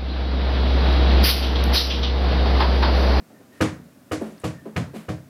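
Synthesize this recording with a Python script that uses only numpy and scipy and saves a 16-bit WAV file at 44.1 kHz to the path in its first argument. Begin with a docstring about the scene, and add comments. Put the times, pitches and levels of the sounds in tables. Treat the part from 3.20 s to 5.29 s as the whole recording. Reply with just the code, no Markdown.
"""First a low murmur of room air under hiss and the end of a dull knock, then a small rubber ball bounces five times.
It lands on a wooden floor in a small furnished room, some metres from the microphone.
Each bounce starts as ringing of boards and room; a slap made of a click and two short notes follows, with echoes.
Knocks are filtered clicks with a wooden hum; brief rustles, faint ticks and a thin whistle are shaped noise."""
import sys
import numpy as np
from scipy import signal
from scipy.fft import rfft, irfft
from scipy.io import wavfile
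from scipy.ndimage import uniform_filter1d

SR = 44100
rng = np.random.default_rng(int(sys.argv[2]) if len(sys.argv) > 2 else 0)


def volts_from_db(level):
    """Convert decibel levels to linear amplitude ratios."""
    exponent = np.asarray(level, float) / 20
    return 10 ** exponent


def unload_wav(signal):
    """Save mono or channel-first audio to the path in sys.argv[1] as 16-bit WAV at rate SR, clipped to [-1, 1]."""
    wavfile.write(
        sys.argv[1],
        SR,
        np.round(np.clip(np.atleast_2d(signal).T, -1, 1) * 32767).astype(np.int16),
    )


N = 92169  # length of the scene in samples


def read(points, hz):
    """Reads a curve of (f/Hz, value) points, with straight lines on a log-frequency axis."""
    f, value = np.transpose(points)
    return np.interp(np.log(hz + 1), np.log(f + 1), value)


def evened(x):
    """Scales a sound to rms 1."""
    return x / np.sqrt(np.mean(x ** 2) + 1e-20)


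def add(mix, start_s, sound):
    """Mixes a sound in at a time that may lie before the start; whatever falls outside is cut off."""
    at = round(start_s * SR)
    sound = sound[max(-at, 0):]
    part = mix[max(at, 0):][:len(sound)]
    part += sound[:len(part)]


def seconds(length_s):
    """Time axis in seconds."""
    return np.arange(round(length_s * SR)) / SR


def swell(t, rise_s, t60_s):
    """Loudness curve that rises smoothly while it dies by 60 dB in every t60."""
    rising = (1 - np.exp(-t / max(rise_s, 1e-4))) ** 2
    return rising * volts_from_db(-60 * t / t60_s)


def click(points, tilt_db, size=4096):
    """A click of energy 1 with the given spectrum, tilted by tilt_db per octave above 2 kHz."""
    hz = abs(np.fft.fftfreq(size, 1 / SR))
    octaves = np.log2(np.maximum(hz / 2000, 1))
    level_db = np.maximum(read(points, hz), -100) + tilt_db * octaves
    log_gain = level_db * np.log(10) / 20
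    # this choice of phase puts the energy as early as possible
    spectrum = np.exp(np.conj(signal.hilbert(log_gain)))
    pulse = np.fft.ifft(spectrum).real[:size // 2]
    return pulse / np.linalg.norm(pulse)


def noise(points, size):
    """Random noise of rms 1 with the given spectrum."""
    spectrum = rfft(rng.standard_normal(size))
    gain = volts_from_db(read(points, np.fft.rfftfreq(size, 1 / SR)))
    return evened(irfft(spectrum * gain, size))


def ring(modes, t):
    """Sum of dying sine notes, one per way the struck thing can vibrate."""
    return sum(volts_from_db(db) * swell(t, rise_s, t60_s) * np.sin(2 * np.pi * hz * t)
               for hz, db, t60_s, rise_s in modes)


# how long the room rings at each pitch: (f/Hz, t60/s)
ROOM_DECAY = [(100, 1), (300, 0.27), (700, .33), (1500, 0.36), (3000, 0.27), (6000, 0.3), (10000, 0.29),
              (13000, 0.11), (15500, 0.053)]
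TAIL_RISE_S = 0.0041


def reverb(t):
    """A fresh diffuse tail of energy 1: noise in which each band dies at its own speed."""
    hz, frame_s, bands = signal.stft(rng.standard_normal(len(t)), SR, nperseg=256)
    fade = volts_from_db(-60 * frame_s / read(ROOM_DECAY, hz)[:, None])
    tail = signal.istft(bands * fade, SR, nperseg=256)[1][:len(t)]
    tail = tail * (1 - np.exp(-t / TAIL_RISE_S))
    return tail / np.linalg.norm(tail)


# spectrum of the ball's slap, also used for its tail: (f/Hz, relative level/dB)
SLAP_SPECTRUM = [(88, -40.5), (150, -7.5), (302, 0), (373, -7.5), (490, -6.5), (827, -11.5), (1200, -14),
                 (1910, -15), (3000, -19.5), (4000, -23.5), (7000, -28.5), (10000, -36), (13500, -37.5),
                 (15600, -50)]
# early echoes: (delay t/s, signed gain)
EARLY_ECHOES = [(.0009, 0.8), (.0041, 0.93), (.0058, 1), (.0085, -0.54), (0.0105, .4), (0.016, 1)]
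EDGE_DB, EDGE_TILT_DB = -4, -2  # click at the edge of the slap; the tilt is per octave above 2 kHz
OVERTONE, OVERTONE_DB = 1.57, -7  # pitch as a multiple of the slap pitch; level against the main note
SLAP_RISE_SHARE = 0.069  # rise of the main note as a share of its t60


def slap(t, slap_hz, cycles, tilt_db):
    """The ball's skin sounds as a click and two short notes, arriving several times by way of the room."""
    paths = np.zeros(len(t))
    for delay_s, gain in [(0.0017, 1)] + EARLY_ECHOES:
        paths[round(delay_s * SR)] += gain
    edge = click(SLAP_SPECTRUM, tilt_db + EDGE_TILT_DB)
    t60_s = cycles / slap_hz
    skin = [(slap_hz, 0, t60_s, SLAP_RISE_SHARE * t60_s),
            (OVERTONE * slap_hz, OVERTONE_DB, t60_s / 2, 1e-4)]
    blow = volts_from_db(EDGE_DB) * 2 * edge + ring(skin, t[:len(edge)])
    return signal.fftconvolve(blow, paths)


# drum note of the boards under the ball: (f/Hz, relative level/dB, t60/s, rise/s)
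DRUM_NOTE = [(311.3, 1.5, 0.23, 0.014), (408.4, -17.5, 0.33, 0.0052), (467.5, -5.5, 0.17, 0.012),
             (507.6, -10, 0.27, 0.0055)]
# higher notes of the boards, same columns: (f/Hz, relative level/dB, t60/s, rise/s)
BOARD_NOTES = [(476, 4.5, 0.025, 0.0018), (1150, -18, 0.045, 0.00011), (1740, -16.5, 0.02, 0.00032),
               (2920, -18, 0.033, 0.0009)]
# lowest notes of the room: (f/Hz, relative level/dB, t60/s, rise/s)
DEEP_BOOM = [(78.3, -12.5, 0.51, 0.0027), (91.1, 2.5, 0.22, 0.0039), (101.3, -5, 0.36, 0.017)]
# next notes of the room: (f/Hz, relative level/dB, t60/s, rise/s)
UPPER_BOOM = [(119.6, 5.5, 0.19, 0.017), (135.45, -10, 0.55, 0.035), (152.3, 5, 0.16, 0.045),
              (167.4, -2.5, 0.31, 0.0059), (209.3, -7.5, 0.22, 0.0074)]
# knocking notes of a landing: (f/Hz, relative level/dB, t60/s, rise/s)
KNOCK_NOTE = [(575, -6.5, 0.3, 0.0067), (633.3, -6.5, 0.34, 0.0041), (739.5, 0, .16, 0.0051),
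              (1138, -6.5, .15, 0.0039)]


def floor_and_room(t, deep_db, upper_db, drum_db, note_db):
    """The landing sets boards and room ringing, each group of notes at its own level."""
    boom = volts_from_db(deep_db) * ring(DEEP_BOOM, t) + volts_from_db(upper_db) * ring(UPPER_BOOM, t)
    boards = volts_from_db(drum_db) * ring(DRUM_NOTE + BOARD_NOTES, t)
    return boom + boards + volts_from_db(note_db) * ring(KNOCK_NOTE, t)


# the bounces: (t/s, slap level/dB, slap pitch f/Hz, slap t60 in cycles,
# treble tilt of the tail in dB per octave above 2 kHz, to which the click adds its own)
BOUNCES = [(0.4091, -5, 1590, 3.8, 1.2), (.9165, -15, 1350, 8.1, 2.9), (1.2398, -17, 1150, 6, 2.7),
           (1.5628, -10, 2130, 3.9, 0.3), (1.8874, -18.5, 1484, 5.3, 1.6)]
# how the room answers at each landing spot: (tail level/dB, deep boom level/dB, upper boom level/dB,
# drum note level/dB, knock note level/dB)
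LANDING_SPOTS = [(1.5, -16.5, -17, -11.5, -26.5), (-6, -25, -32, -16, -28), (-8, -23.5, -19, -19, -27.5),
                 (-5, -19.5, -16, -24, -30), (-13, -23.5, -20, -23, -29)]
BOARDS_LEAD_S = 0.00415


def bounce(mix, start_s, slap_db, slap_hz, cycles, tilt_db, tail_db, deep_db, upper_db, drum_db, note_db):
    """Ringing through the boards sets in first, then the slap travels by air and leaves a diffuse tail."""
    t = seconds(0.67)
    tail = signal.fftconvolve(click(SLAP_SPECTRUM, tilt_db), reverb(t))
    direct = volts_from_db(slap_db) * slap(t, slap_hz, cycles, tilt_db)
    add(mix, start_s, direct + 2 * volts_from_db(tail_db) * tail)
    add(mix, start_s - BOARDS_LEAD_S, floor_and_room(t, deep_db, upper_db, drum_db, note_db))


# dull knocks: (t/s, relative thud level/dB, hum level/dB, hum rise/s, hum t60/s)
KNOCKS = [(-.06, -43, -28, 0.0082, 0.22), (0.099, -47.5, -38, .03, 0.22), (0.199, -49, -53, 0.04, .2),
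          (0.311, -53, -53, 0.034, 0.12), (1.0109, -30, -20, 0.0011, .22), (1.051, -41, -30, .012, 0.1),
          (1.113, -51, -28.5, 0.0066, 0.11), (1.455, -36.5, -28.5, 0.0022, 0.27),
          (1.735, -37.5, -34, 0.0025, 0.17), (1.751, -47.5, -4, 0.03, 0.1)]
# spectrum of the thud: (f/Hz, relative level/dB)
THUD_SPECTRUM = [(60, -66), (120, -38), (210, -3), (400, 3), (700, -5), (1200, -16.5), (2000, -23),
                 (5000, -35), (15500, -41)]
# what the knocks ring with: (f/Hz, relative level/dB, share of the hum t60, extra rise/s)
WOOD_HUM = [(167.5, -15, 2.1, 0.004), (216.3, 0.7, 1.1, 0.0099), (283.3, 1.5, 0.41, .003),
            (387.5, 3.2, 0.31, 0.00051), (569, -8, 0.44, 0.00081), (668, -10.5, 0.69, 0.0013),
            (1002, -15, 0.45, .001)]
KNOCK_DIRECT_DB = -10  # direct sound, against a tail of energy 1
DULL_DB_PER_OCT_S = 250  # loss per octave away from the second hum note, per second of rise


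def knock(mix, start_s, thud_db, hum_db, rise_s, t60_s):
    """A soft blow heard through the room, with a wooden hum; slower blows ring the far notes less."""
    t = seconds(.6)
    paths = reverb(t)
    paths[0] = volts_from_db(KNOCK_DIRECT_DB)
    thud = signal.fftconvolve(click(THUD_SPECTRUM, 0), paths)[:len(t)]
    modes = []
    for hz, level_db, share, extra_s in WOOD_HUM:
        octaves = abs(np.log2(hz / WOOD_HUM[1][0]))
        level_db = level_db - rise_s * DULL_DB_PER_OCT_S * octaves
        modes.append((hz, level_db, share * t60_s, rise_s + extra_s))
    add(mix, start_s, volts_from_db(thud_db) * 20 * thud + volts_from_db(hum_db) * ring(modes, t))


# start of each rustle: (t/s)
RUSTLE_TIMES = [.315, 1.015, 1.17, 1.735]
# shape of each rustle: (rise/s, t60/s, level/dB before the swell)
RUSTLES = [(0.029, 0.35, -45), (0.023, 0.73, -46.5), (0.031, 0.9, -52.5), (0.013, 0.37, -39)]
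# spectrum of a rustle: (f/Hz, relative level/dB)
RUSTLE_SPECTRUM = [(400, -1), (1500, 4.5), (3000, -1), (6000, -9), (11000, -9.5), (15000, -17.5)]


def rustle(mix, start_s, rise_s, t60_s, db):
    """A puff of wide noise, made slightly grainy by small random changes of loudness."""
    t = seconds(.5)
    wobble_db = 1.2 * evened(uniform_filter1d(rng.standard_normal(len(t)), 150))
    puff = swell(t, rise_s, t60_s) * volts_from_db(wobble_db) * noise(RUSTLE_SPECTRUM, len(t))
    add(mix, start_s, volts_from_db(db) * puff)


# faint ticks: (t/s, level/dB before the swell, f/Hz)
TICKS = [(1.018, -44, 10100), (1.12, -49.5, 6960), (1.178, -46.5, 4360), (1.198, -43, 9000),
         (1.215, -45.5, 7660)]
TICK_T60_S, TICK_WIDTH = .03, .2  # the width is a share of the pitch


def tick(mix, start_s, db, hz):
    """A tiny bright tick: a band of noise around one pitch that dies at once."""
    t = seconds(.06)
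    band = [(hz * (1 - 2 * TICK_WIDTH), -40), (hz * (1 - TICK_WIDTH / 2), 0),
            (hz * (1 + TICK_WIDTH), 0), (hz * (1 + 2 * TICK_WIDTH), -40)]
    add(mix, start_s, volts_from_db(db) * swell(t, 0.0015, TICK_T60_S) * noise(band, len(t)))


# whistles: (t/s, length/s, level/dB at the height of the swell)
WHISTLES = [(.08, .14, -63), (.3, .115, -59), (1.31, .16, -57)]
WHISTLE_HZ, WHISTLE_WIDTH_HZ = 1820, 60


def whistle(mix, start_s, length_s, db):
    """A thin fuzzy whistle: a narrow band of noise that swells and fades."""
    t, hz, width = seconds(length_s), WHISTLE_HZ, WHISTLE_WIDTH_HZ
    band = [(hz - 3 * width, -40), (hz - width / 2, 0), (hz + width / 2, 0), (hz + 3 * width, -40)]
    add(mix, start_s, volts_from_db(db) * np.sin(np.pi * t / length_s) * noise(band, len(t)))


# spectrum of the room air, from murmur to hiss: (f/Hz, relative level/dB)
AIR_SPECTRUM = [(30, -32), (60, -16), (110, -6), (170, -5), (270, 1), (410, -15.5), (600, -9.5), (850, -19),
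                (1550, -19.5), (3000, -27.5), (15500, -31)]
AIR_DB = -52.5  # rms level before the microphone


def room_air():
    """Steady noise, strongest in the lows, heard as a low murmur under hiss."""
    return volts_from_db(AIR_DB) * noise(AIR_SPECTRUM, N)


def scene():
    """All sources over the room air."""
    mix = room_air()
    for hit, spot in zip(BOUNCES, LANDING_SPOTS):
        bounce(mix, *hit, *spot)
    for row in KNOCKS:
        knock(mix, *row)
    for start_s, row in zip(RUSTLE_TIMES, RUSTLES):
        rustle(mix, start_s, *row)
    for row in TICKS:
        tick(mix, *row)
    for row in WHISTLES:
        whistle(mix, *row)
    return mix[None]


def top_cut(x):
    """Nothing passes above the cut-off."""
    return signal.sosfilt(signal.butter(12, 15670, fs=SR, output="sos"), x)


LOW_CUT_HZ = 66


def record(dry):
    """The microphone cuts the deep bass."""
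    low_cut = signal.butter(2, LOW_CUT_HZ, "high", fs=SR, output="sos")
    mix = signal.sosfilt(low_cut, dry)
    return top_cut(mix)


dry = scene()
out = record(dry)
unload_wav(out)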